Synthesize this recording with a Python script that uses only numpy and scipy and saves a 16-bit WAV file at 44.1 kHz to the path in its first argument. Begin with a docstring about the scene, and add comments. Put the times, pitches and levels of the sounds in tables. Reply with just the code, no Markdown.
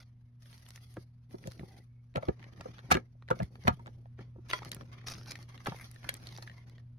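"""A low mains hum fills a small room, and fingers start to slide and tick on plastic.
A phone is shifted on a desk beside a plastic stand: its case rubs, knocks and rattles through the housing.
Then fingers pick up small plastic toy parts, which scrape and click close to the two microphone ports.
Rubbing is noise from countless tiny slips; each contact is a scuff, a crack and a short modal ring."""
import sys
import numpy as np
from scipy import signal
from scipy.fft import rfft, irfft, next_fast_len
from scipy.io import wavfile
from scipy.ndimage import map_coordinates

SR = 44100
rng = np.random.default_rng(int(sys.argv[2]) if len(sys.argv) > 2 else 0)


def master(y):
    """Save y as 16-bit WAV."""
    cut = np.clip(np.atleast_2d(y).T, -1, 1)
    pcm = np.round(cut * 32767)  # scale
    wavfile.write(sys.argv[1], SR, pcm.astype(np.int16))


N = 307818
TIME_S = np.arange(N) / SR
HIT_S = np.arange(8192) / SR
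SCUFF_SAMPLES = 600

# Mains hum, a faint side tone, the hum's octave. Each row: frequency in Hz, level in dB.
HUM_TONES = [(119.8, -54), (160, -75.5), (239.8, -72)]
# Hum and rumble, stronger once the phone has moved. Each row: time in seconds, gain in dB.
BACKGROUND_GAIN = [(0, -1.5), (.7, -1), (2, -1.5), (3.1, 0.5), (4, 2.5), (6.98, 2)]
# Parts dragged under pressure. Each row: start and end in seconds, level in dB, ring in Hz, ring Q.
SCRAPES = [(0, 0.04, -62, 3830, 1.5), (1.599, 1.778, -70, 766, 15), (1.634, 1.84, -73, 2005, 27),
           (1.893, 2.047, -87, 2225, 62), (2.902, 2.919, -38, 1510, 4.3), (3.301, 3.311, -47, 1330, 4.9),
           (3.65, 3.672, -61.5, 1950, 9.7), (4.49, 4.519, -44.5, 3500, 2.1), (4.73, 4.736, -49, 4550, 6.6),
           (5.06, 5.147, -46, 5650, 4.4), (5.143, 5.24, -60, 5300, 6.2), (5.271, 5.324, -49.5, 5250, 2.8),
           (5.661, 5.675, -40, 2120, 2.6), (5.755, 5.84, -55.5, 2010, 11),
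           (5.757, 5.868, -62.5, 10800, 4.3), (6.037, 6.112, -58.5, 1490, 6.2),
           (6.254, 6.394, -58, 4000, 5)]
# Small parts tap, snap and rattle. Each row: time in seconds, level in dB, main ring in Hz,
# left-port lag in ms.
CLICKS = [(0.026, -59, 4250, 0), (0.423, -53, 5600, 0), (0.459, -54, 3370, 0), (0.529, -48, 3950, -0.013),
          (0.534, -54, 4200, 0), (0.548, -65, 5600, 0), (0.579, -50.5, 5500, 0),
          (0.664, -49.5, 3080, -0.07), (0.689, -49, 8400, 0), (0.706, -40.5, 5440, 0),
          (0.737, -57, 5030, 0), (0.76, -39, 5540, 0), (0.777, -48.5, 1930, 0.075), (0.941, -53.5, 9100, 0),
          (1.31, -60.5, 2160, 0), (1.44, -46, 2020, 0.38), (1.473, -35, 6260, 0.28),
          (1.519, -41, 5260, -0.56), (1.595, -44, 1990, -0.54), (2.141, -59, 2500, 0),
          (2.159, -33, 2600, 0.39), (2.286, -40.5, 3740, 0.45), (2.395, -55, 2130, 0.74),
          (2.417, -62, 2430, 0), (2.428, -48.5, 2300, -0.69), (2.442, -45, 2000, 0.34),
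          (2.535, -57, 3000, 0), (2.611, -41.5, 5400, .2), (2.645, -64, 5100, 0), (2.766, -62, 1106, 0.23),
          (2.783, -43, 1410, 0.32), (2.791, -40.5, 1500, 0.33), (3.224, -47.5, 1234, 0),
          (3.28, -52, 2240, -0.099), (3.287, -39, 1890, -0.18), (3.423, -43, 1880, 0.2),
          (3.432, -48, 10060, 0), (3.446, -62.5, 2440, 0), (3.556, -43, 1290, -.2),
          (3.673, -26, 2060, 0.33), (3.68, -21.5, 2380, 0.13), (3.861, -41.5, 1400, 0.29),
          (3.878, -40, 910, 0.37), (4.057, -50, 682, 0.34), (4.487, -48, 5650, 0), (4.502, -33, 3620, 0.18),
          (4.512, -31, 2900, -0.044), (4.533, -21.5, 2000, 0.14), (4.538, -29.5, 1260, 0.11),
          (4.591, -41, 1260, 0.069), (4.621, -38, 860, 0.16), (4.631, -38, 1180, 0), (4.649, -37, 5500, 0),
          (4.693, -49, 9600, 0), (4.717, -26, 4760, -0.2), (4.718, -31, 11500, -0.34),
          (4.729, -42.5, 2060, 0), (4.747, -31.5, 11600, -0.087), (4.81, -37, 1050, -.6),
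          (4.843, -72, 8000, 0), (4.93, -55, 4500, -0.086), (5.015, -52, 1930, 0.14),
          (5.071, -35.5, 3900, 0.013), (5.084, -27.5, 4200, 0.17), (5.1, -36, 6030, 0),
          (5.12, -36, 4900, 0), (5.137, -42, 3500, 0.23), (5.152, -46, 2800, 0), (5.213, -48, 1410, 0),
          (5.268, -49, 1010, 0), (5.311, -31, 5300, -0.45), (5.319, -29.5, 5240, -0.32),
          (5.355, -39, 2200, 0.011), (5.357, -41.5, 5500, 0), (5.428, -44.5, 4840, 0),
          (5.491, -58, 10100, 0), (5.578, -46, 2910, 0), (5.65, -48, 10000, 0), (5.66, -30, 1560, 0.25),
          (5.671, -42, 10100, 0.17), (5.746, -41.5, 800, 0.083), (5.771, -59, 1990, 0.11),
          (5.914, -43.5, 10100, 0), (5.945, -57, 9000, 0), (5.961, -44.5, 1590, -0.6),
          (6.031, -51, 2200, -.4), (6.091, -23.5, 2200, 0.28), (6.092, -27, 4100, 0.13),
          (6.093, -25, 10600, 0.18), (6.141, -30.5, 11600, -0.42), (6.151, -46.5, 2610, 0),
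          (6.168, -48, 10300, 0), (6.271, -33.5, 4200, 0.26), (6.376, -39, 5900, 0),
          (6.385, -39.5, 790, 0.29), (6.425, -35, 4670, 0.21), (6.476, -39, 1820, -0.52),
          (6.498, -42, 1750, -0.47), (6.515, -50, 1860, -0.49), (6.697, -50.5, 4800, 0),
          (6.782, -51, 1803, 0)]
# Skin over plastic. Each row: start and end in seconds, hiss in dB, low rub in dB, brightness in dB.
STROKES = [(0.392, 0.785, -61.5, -73, 4.5), (0.797, 1.014, -67.5, -68.5, 6.5), (1.285, 1.45, -64, -57, 4.5),
           (1.426, 1.801, -64, -59, 4), (2.195, 2.306, -62.5, -56, -2.5), (2.365, 2.47, -66.5, -56.5, -5.5),
           (2.501, 2.92, -64, -58, -2.5), (2.884, 2.968, -58, -40, -4), (3.334, 3.439, -63, -52.5, 1),
           (3.493, 4.045, -72, -59, 3), (3.599, 3.667, -62.5, -57, 0), (4.171, 4.209, -64, -53.5, -6),
           (4.426, 4.47, -70, -57, -5.5), (4.474, 4.575, -53, -62, -1), (4.574, 4.848, -61, -54.5, -1.5),
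           (4.879, 5.054, -66.5, -60.5, -5), (5.051, 5.425, -59, -54, 0.5), (5.464, 5.62, -65, -64, -2.5),
           (5.616, 5.847, -59.5, -57.5, 1.5), (5.855, 5.997, -65.5, -68.5, 1.5),
           (5.998, 6.168, -59, -55.5, -1.5), (6.177, 6.49, -60, -58, 1.5), (6.44, 6.581, -63, -67, -2),
           (6.604, 6.787, -71, -62.5, -3)]
# Case against stand or desk. Each row: time in seconds, body in dB, thud in dB,
# dullness in dB per octave, left-port lag in ms, main ring in Hz.
KNOCKS = [(0.969, -38.5, -57, 5.5, 0, 440), (0.979, -52, -36, 24, 0.2, 355),
          (1.345, -36.5, -41, 32, 0.79, 397), (1.458, -42, -41, 18, 0.66, 510),
          (1.477, -38.5, -33, 25, 0.51, 527), (1.597, -51, -44, 14, 0.53, 640),
          (1.61, -57, -38, 5, 0.024, 480), (1.633, -44.5, -36, 23, 0.42, 430),
          (2.158, -26.5, -33, 4.5, 0.58, 560), (2.17, -34.5, -27, 2.5, 0.95, 614),
          (2.178, -27, -33.5, 10.5, 0.57, 580), (2.231, -33, -45, 7, 0.48, 630),
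          (2.286, -23.5, -24.5, 11, 0.74, 580), (2.29, -23, -21.5, 15, 0.8, 440),
          (2.609, -43.5, -42, 1.5, 0.18, 627), (2.658, -33.5, -45, 22, 0.67, 440),
          (2.688, -49.5, -42.5, 10, 0.59, 125), (2.845, -58.5, -42.5, 10.5, .3, 125),
          (2.913, -20.5, -40, 0.5, 0.76, 1150), (2.917, -16, -25.5, 1, 0.44, 760),
          (2.923, -26, -24.5, -2, 0.63, 199.4), (2.943, -28.5, -58.5, 1, 0.69, 700),
          (2.952, -23.5, -27, 3.5, 0.83, 380), (2.97, -25.5, -32.5, 4.5, 1, 260),
          (3.152, -63, -61.5, 16, 0.54, 600), (3.305, -32, -39, 2.5, 0.18, 950),
          (3.311, -23.5, -33.5, 5, 0.72, 1434), (3.313, -18.5, -29.5, 11, 0.74, 466),
          (3.331, -44, -37, 4, 0.56, 390), (3.345, -63, -43, 14, .4, 200), (3.369, -49, -55, 14, .4, 340),
          (3.402, -27, -35, 7.5, 0.74, 664), (3.411, -38, -27.5, 9, 1, 180),
          (3.426, -49, -24.5, 13, 0.88, 88), (3.652, -39, -28, 10.5, 0.69, 130),
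          (3.674, -26, -38.5, 5, 0.23, 800), (3.679, -15.5, -25.5, 3.5, 0.6, 760),
          (3.682, -21.5, -19, 3, 0.6, 1270), (3.686, -20.5, -20, 8.5, 0.63, 950),
          (3.701, -43.5, -25.5, 12.5, .6, 130), (3.718, -45, -41.5, 6, 0.83, 1250),
          (3.732, -55, -34.5, 4, 0.47, 150), (3.795, -48.5, -48, 4.5, 0.41, 894),
          (3.869, -48.5, -56.5, 1.5, 0.44, 597), (4.19, -45, -51, 5, 0.16, 400),
          (4.36, -50.5, -52, 15, 0.37, 420), (4.387, -53.5, -42, 22, 0.24, 321),
          (4.664, -62, -41.5, 13, 0, 170), (4.766, -55, -42.5, 0, 0, 346), (5.671, -30, -46, 2, 0.24, 820),
          (5.683, -33.5, -29.5, 17, 0, 150), (5.721, -38, -36, 4.5, 0.2, 820)]
# Hollow ring of rubbed plastic. Each row: frequency in Hz, gain in dB.
RUB_MODES = [(760, -15.5), (1250, -18.5), (2100, -12), (3250, -1), (4500, -8.5), (5700, -9)]
# Struck modes. Each row: frequency in Hz, level in dB, T60 in seconds (capped in impact()).
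PART_MODES = [(630, 1, 0.014), (1040, -5.5, 0.015), (1470, -2.5, 0.024), (1790, 8, 0.025),
              (2365, 0, 0.0097), (3200, -4, 0.12), (4300, 3.5, 0.15), (5750, -7, 0.021), (7700, -30, 0.038)]  # small parts and desk
CASE_MODES = [(78, 1, 0.078), (121.6, 2, 0.072), (228, 1.5, 0.03), (267, -13, 0.032), (371, 0.5, 0.04),
              (504, 7.5, 0.028), (732, 2, 0.039), (898, 3.5, 0.055), (1217, 6.5, 0.053), (1340, 7.5, 0.055),
              (1682, 9, 0.094), (1980, 3.5, 0.063), (2275, 2.5, .035), (2400, -4, 0.045),
              (3565, -7.5, 0.055), (3660, -2, 0.045), (4290, 3.5, 0.045), (5130, -4.5, 0.05),
              (6400, 4, 0.04)]  # stand and phone case
LOOSE_PART_MODES = [(611, -32, 0.06), (1010, -27.5, 0.082), (1360, -22, 0.035), (2130, -47, .065),
                    (3300, -36, 0.13), (4410, -36.5, 0.046), (5330, -40, 0.046), (8230, -43.5, 0.035),
                    (9000, -42, 0.04)]  # hard part flicked free
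# Spectral shapes. Each row: frequency in Hz, gain in dB.
RUMBLE_EQ = [(20, 1), (45, 5), (80, 13.5), (160, 1.5), (230, -3.5), (320, -19), (600, -24), (1500, -29.5),
             (5000, -42), (8000, -87.5), (10500, -40.5), (16000, -77.5)]
HISS_EQ = [(600, 10), (1200, 8), (2200, 8), (3000, -0.5), (4800, 1.5), (6400, 0), (7700, -29), (9300, -2),
           (12200, -6), (14000, -19.5), (16000, -21.5)]
CLICK_EQ = [(3000, -7.5), (5500, -12), (11000, -12), (16000, -23.5)]
LOW_RUB_EQ = [(25, -6), (50, 17), (110, 25.5), (250, 19.5), (400, 14), (800, 3.5), (1400, -21.5),
              (2500, -43.5)]
CASE_EQ = [(2500, -4.5), (5500, -7), (10000, -15), (16000, -21)]
RASP_EQ, SWISH_EQ = [(2300, 0), (4500, -40)], [(5000, -40), (8500, 0)]


def undb(db):
    """Decibels to gain."""
    return 10 ** (np.asarray(db) / 20)


def unit_rms(x):
    """Scale to rms 1."""
    return x / np.sqrt(np.mean(x ** 2) + 1e-30)


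def equalise(x, points):
    """Filter by (Hz, dB) points, joined in log frequency."""
    hz, db = np.transpose(points)
    size = next_fast_len(x.shape[-1])
    bins_hz = np.maximum(np.fft.rfftfreq(size, 1 / SR), 1)
    gain = undb(np.interp(np.log(bins_hz), np.log(hz), db))
    return irfft(rfft(x, size) * gain, size)[..., :x.shape[-1]]


def band(x, low_hz, high_hz, order=3):
    """Causal band-pass."""
    sos = signal.butter(order, [low_hz, min(high_hz, SR / 2 - 1)], "band", fs=SR, output="sos")
    return signal.sosfilt(sos, x)


def centres_hz(edges_hz):
    """Geometric centre of each band."""
    return np.sqrt(np.multiply(edges_hz[:-1], edges_hz[1:]))


def resonate(x, hz, q):
    """One resonance, gain 1 at its centre."""
    return signal.lfilter(*signal.iirpeak(min(hz, .45 * SR), q, fs=SR), x)


def drift(rate_hz):
    """Random curve, spread near 1."""
    steps = rng.standard_normal(4096)
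    return np.interp(TIME_S * rate_hz, np.arange(len(steps)), steps)


def decay(t60_s):
    """Exponential decay of one hit."""
    return np.exp(-np.log(1000) * HIT_S / t60_s)


def add(out, x, start_s):
    """Mix x into out."""
    i = max(int(start_s * SR), 0)
    out[:, i:i + x.shape[1]] += x[:, :N - i]


def grainy_noise(eq, grain_db, width):
    """Stereo noise in 24-sample grains of unequal size, like the tiny slips of friction."""
    sizes = np.repeat(rng.exponential(size=N // 24 + 1), 24)[:N]
    mid, side = rng.standard_normal((2, N)) * undb(grain_db * np.minimum(sizes, 5))
    side = width * band(side, 290, 26000, order=1)
    return unit_rms(equalise(np.array([mid + side, mid - side]), eq))


def hum_and_rumble():
    """Slightly wavering mains hum, alike at both ports, over a soft room rumble."""
    hum = 0
    for hz, db in HUM_TONES:
        amplitude = np.sqrt(2) * undb(db + 1.2 * drift(6.6))
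        hum += amplitude * np.sin(2 * np.pi * hz * TIME_S + .3 * drift(3.7))
    rumble = grainy_noise(RUMBLE_EQ, grain_db=0, width=.5) * undb(-62 + 0.43 * drift(9.9))
    return (hum + rumble) * undb(np.interp(TIME_S, *np.transpose(BACKGROUND_GAIN)))


def scrapes(attack_s=0.0031, release_s=0.0045):
    """Stick-slip bursts ring the dragged part; a sharper ring stands out more."""
    out = np.zeros((2, N))
    slips = grainy_noise(HISS_EQ, grain_db=2.0, width=0.21) * undb(7.4 * drift(240)) + crackle()
    for start_s, end_s, db, ring_hz, q in SCRAPES:
        burst = slips[:, int(start_s * SR):int(end_s * SR)]
        burst = burst + undb(-0.5) * q * resonate(burst, ring_hz, q)
        t = np.arange(burst.shape[1]) / SR
        envelope = np.minimum(t / attack_s, 1) ** 2 * np.minimum(t[::-1] / release_s, 1)
        add(out, undb(db) * unit_rms(burst * envelope), start_s)
    return out


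def crackle(rate_per_s=95, scatter_db=7, ring_db=9.5, level_db=-0.5):
    """Tiny ridges catch and let go, each snap with its own mix of resonances."""
    catches = (rng.random(N) < rate_per_s / SR) * undb(scatter_db * rng.standard_normal(N).clip(-2, 2))
    snaps = catches * rng.standard_normal((2, N)).clip(-1, 1)
    rings = sum(resonate(snaps * rng.standard_normal(N).clip(-2, 2), hz, q=6.6) for hz, _ in RUB_MODES)
    return undb(level_db) * unit_rms(equalise(snaps + undb(ring_db) * rings, HISS_EQ))


def impact(modes, detune, main_hz, main_q, main_db, edges_hz, levels_db,
           crack_t60_s, tail_db, tail_t60_s, scuff_s, width, ring_db=-20, max_t60_s=.052):
    """A scuff swells into contact; crack, modes and tail decay. Band levels: energy spread over 10 ms."""
    hz, db, t60_s = np.transpose(modes)[:, :, None]
    # Grip and contact point retune and reweight the modes per hit.
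    tuning, weight = rng.standard_normal((2, len(hz), 1))
    polarity = (-1) ** np.arange(len(hz))[:, None]
    waves = polarity * np.sin(2 * np.pi * hz * (1 + detune * tuning) * HIT_S)
    ring = np.sum(undb(db + 2.5 * weight) * waves * decay(np.minimum(t60_s, max_t60_s)), axis=0)
    noise = rng.standard_normal((5, len(HIT_S)))
    chatter = noise[0] + width * noise[1:3]
    out = 0
    for low_hz, high_hz, level_db in zip(edges_hz, edges_hz[1:], levels_db):
        life = (1000 / max(low_hz, 500)) ** 0.09  # treble dies first
        tail = undb(tail_db) * noise[3:] * decay(tail_t60_s * life)
        hit = chatter * decay(crack_t60_s * life) + undb(ring_db) * ring + tail
        hit[:, 0] += 4.0  # contact impulse
        hit = np.roll(hit, SCUFF_SAMPLES, axis=1)
        swell = np.exp(-HIT_S[:SCUFF_SAMPLES][::-1] / (scuff_s * life ** 2))
        hit[:, :SCUFF_SAMPLES] = .5 * life ** 2 * chatter[:, -SCUFF_SAMPLES:] * swell
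        hit = hit + undb(main_db) * resonate(hit, main_hz, main_q)
        if low_hz <= 800:  # long waves reach both ports alike
            hit = hit[[0, 0]]
        delay_samples = int(.5 * SR / (high_hz - low_hz))  # trimmed so all bands peak together
        part = np.pad(band(hit, low_hz, high_hz)[:, delay_samples:], [(0, 0), (0, delay_samples)])
        out += undb(level_db) * unit_rms(part) * np.sqrt(.01 * SR / len(HIT_S))
    return out


def ports(x, lag_ms, knee_hz, air_share):
    """Lag between ports: the airborne share is constant; the rest shrinks as bending waves speed up."""
    hz = np.fft.rfftfreq(len(HIT_S), 1 / SR)
    lag_s = lag_ms / 1000 * (air_share + (1 - air_share) / np.hypot(1, hz / knee_hz))
    pair = irfft(rfft(x) * np.exp(1j * np.pi * np.outer([-1, 1], hz * lag_s)))
    fade_out = np.clip((.17 - HIT_S) / .04, 0, 1)
    return pair * fade_out


def clicks(below_db_per_octave=7, above_db_per_octave=10):
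    """Small hard parts tap each other and the desk, each loudest near its main ring."""
    out = np.zeros((2, N))
    edges_hz = [350, 1200, 4500, 16000]  # body, clack, tick
    for time_s, db, main_hz, lag_ms in CLICKS + stray_ticks():
        octaves = np.log2(centres_hz(edges_hz) / main_hz)
        levels_db = db - np.maximum(-below_db_per_octave * octaves, above_db_per_octave * octaves)
        click = impact(PART_MODES, detune=.05, main_hz=main_hz, main_q=6, main_db=8,
                       edges_hz=edges_hz, levels_db=levels_db, crack_t60_s=.009,
                       tail_db=-28.5, tail_t60_s=0.055, scuff_s=0.00097, width=0.92)
        add(out, ports(click, lag_ms, knee_hz=5930, air_share=0.82), time_s - SCUFF_SAMPLES / SR)
    return equalise(out, CLICK_EQ)


def stray_ticks(count=40, scatter_db=4, centre_hz=2920, spread_octaves=0.44, spread_ms=0.38):
    """Chance light contacts, as strong as the rubbing that causes them. 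Rows as in CLICKS."""
    hiss_db = 20 * np.log10(stroke_gains()[0] + 1e-9)
    moments = rng.integers(0, N, count)
    chance = rng.standard_normal((count, 3)).clip(-2, 2)
    return [(i / SR, hiss_db[i] + 1 + scatter_db * force,
             centre_hz * 2 ** (spread_octaves * pitch), spread_ms * side)
            for i, (force, pitch, side) in zip(moments, chance)]


def stroke_gains(attack_s=.035, sag_db_per_s=12.5, release_t60_s=0.23):
    """Hiss, low rub, rasp and swish gains: the finger sets in, eases off and stops."""
    resting_db = [-86.5, -82, -86.5, -86.5]  # the grip is never quite still
    power = np.outer(undb(resting_db) ** 2, np.ones(N))
    for start_s, end_s, hiss_db, rub_db, bright_db in STROKES:
        levels_db = [hiss_db, rub_db, hiss_db - bright_db, hiss_db + bright_db]
        length_s = end_s - start_s
        t = np.arange(int((length_s + release_t60_s) * SR)) / SR
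        fall_db = sag_db_per_s * t + 60 * np.maximum(t - length_s, 0) / release_t60_s
        envelope = np.minimum(t / attack_s, 1) * undb(-fall_db)
        add(power, np.outer(undb(levels_db), envelope) ** 2, start_s)
    return np.sqrt(power)


def rubbing(grip_db=8.5, grip_rate_hz=16, full_crackle_db=-61):
    """Hiss and low rub of fingers sliding on plastic, whose resonances come and go with the grip."""
    hiss_gain, rub_gain, rasp_gain, swish_gain = stroke_gains()
    slips = grainy_noise(HISS_EQ, grain_db=0.5, width=1.0)
    hollow = sum(undb(db + grip_db * drift(grip_rate_hz).clip(-2, 2)) * resonate(slips, hz, q=7.0)
                 for hz, db in RUB_MODES)
    catching = np.minimum(hiss_gain / undb(full_crackle_db), 1)  # light strokes catch less
    sliding = unit_rms(slips + hollow) + crackle() * catching
    rasp, swish = equalise(sliding, RASP_EQ), equalise(sliding, SWISH_EQ)
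    hiss = (sliding - rasp - swish) * hiss_gain + rasp * rasp_gain + swish * swish_gain
    hiss *= undb(4.7 * drift(70) + 0.5 * drift(15))
    low_rub = grainy_noise(LOW_RUB_EQ, grain_db=3.5, width=0.53) * rub_gain
    low_rub *= undb(3.2 * drift(45).clip(-2, 2))
    return hiss, low_rub


def knocks(main_t60_s=0.021, clack_db=1.5, tick_db=-1):
    """The case bumps desk and stand; the softer the contact, the duller the blow."""
    out = np.zeros((2, N))
    edges_hz = [55, 220, 900, 2800, 15000]  # thud, body, clack, tick
    upper_hz = centres_hz(edges_hz)[1:]
    octaves = np.log2(upper_hz / upper_hz[0])
    housing_db = [0, clack_db, tick_db]
    for time_s, body_db, thud_db, dull_db_per_octave, lag_ms, main_hz in KNOCKS:
        levels_db = [thud_db, *(body_db - dull_db_per_octave * octaves + housing_db)]
        main_q = np.pi * main_hz * main_t60_s / np.log(1000)
        knock = impact(CASE_MODES, detune=.018, main_hz=main_hz, main_q=main_q, main_db=16.7,
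                       edges_hz=edges_hz, levels_db=levels_db, crack_t60_s=0.016,
                       tail_db=-18, tail_t60_s=0.029, scuff_s=0.0026, width=0.52)
        add(out, ports(knock, lag_ms, knee_hz=815, air_share=0.24), time_s - SCUFF_SAMPLES / SR)
    return equalise(out, CASE_EQ)


def loose_part():
    """One small part springs free of the fingers and rings briefly."""
    out = np.zeros((2, N))
    ring = sum((-1) ** k * undb(db) * np.sin(2 * np.pi * hz * HIT_S) * decay(t60_s)
               for k, (hz, db, t60_s) in enumerate(LOOSE_PART_MODES))
    add(out, ports(ring, lag_ms=0.225, knee_hz=5900, air_share=0.75), start_s=4.533)
    return out


def near_reflections(x, delays_ms=(0.92, 1.7, 2.8), echo_db=-7, move_rate_hz=9):
    """Echoes off hand, desk and stand; the paths change as the hands move."""
    out = x
    for delay_ms in delays_ms:
        delay_s = delay_ms / 1000 * (1 + .2 * drift(move_rate_hz).clip(-2, 2))
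        echo = np.array([map_coordinates(port, [(TIME_S - delay_s) * SR], order=1) for port in x])
        out = out + undb(echo_db) * echo
    return out / np.sqrt(1 + len(delays_ms) * undb(echo_db) ** 2)


def room(x, t60_s=0.088, wet_db=-18.5):
    """Short, dull reflections from the cluttered desk and the walls."""
    t = np.arange(SR // 2) / SR
    envelope = np.exp(-np.log(1000) * t / t60_s) * (t > .004)
    tail = band(rng.standard_normal((2, len(t))), 240, 5000, order=1) * envelope
    tail /= np.sqrt(np.sum(tail ** 2, axis=1, keepdims=True))
    return x + undb(wet_db) * signal.fftconvolve(x, tail, axes=1)[:, :N]


def scene():
    """Contacts and friction on the desk, in the humming room."""
    contacts = knocks() + clicks() + loose_part()
    hiss, low_rub = rubbing()
    friction = near_reflections(hiss + scrapes()) + low_rub
    return room(contacts + friction) + hum_and_rumble()


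def record(dry):
    """The phone cuts the treble above 16.3 kHz."""
    return signal.sosfilt(signal.ellip(8, .2, 70, 16300, fs=SR, output="sos"), dry)


dry = scene()
out = record(dry)
master(out)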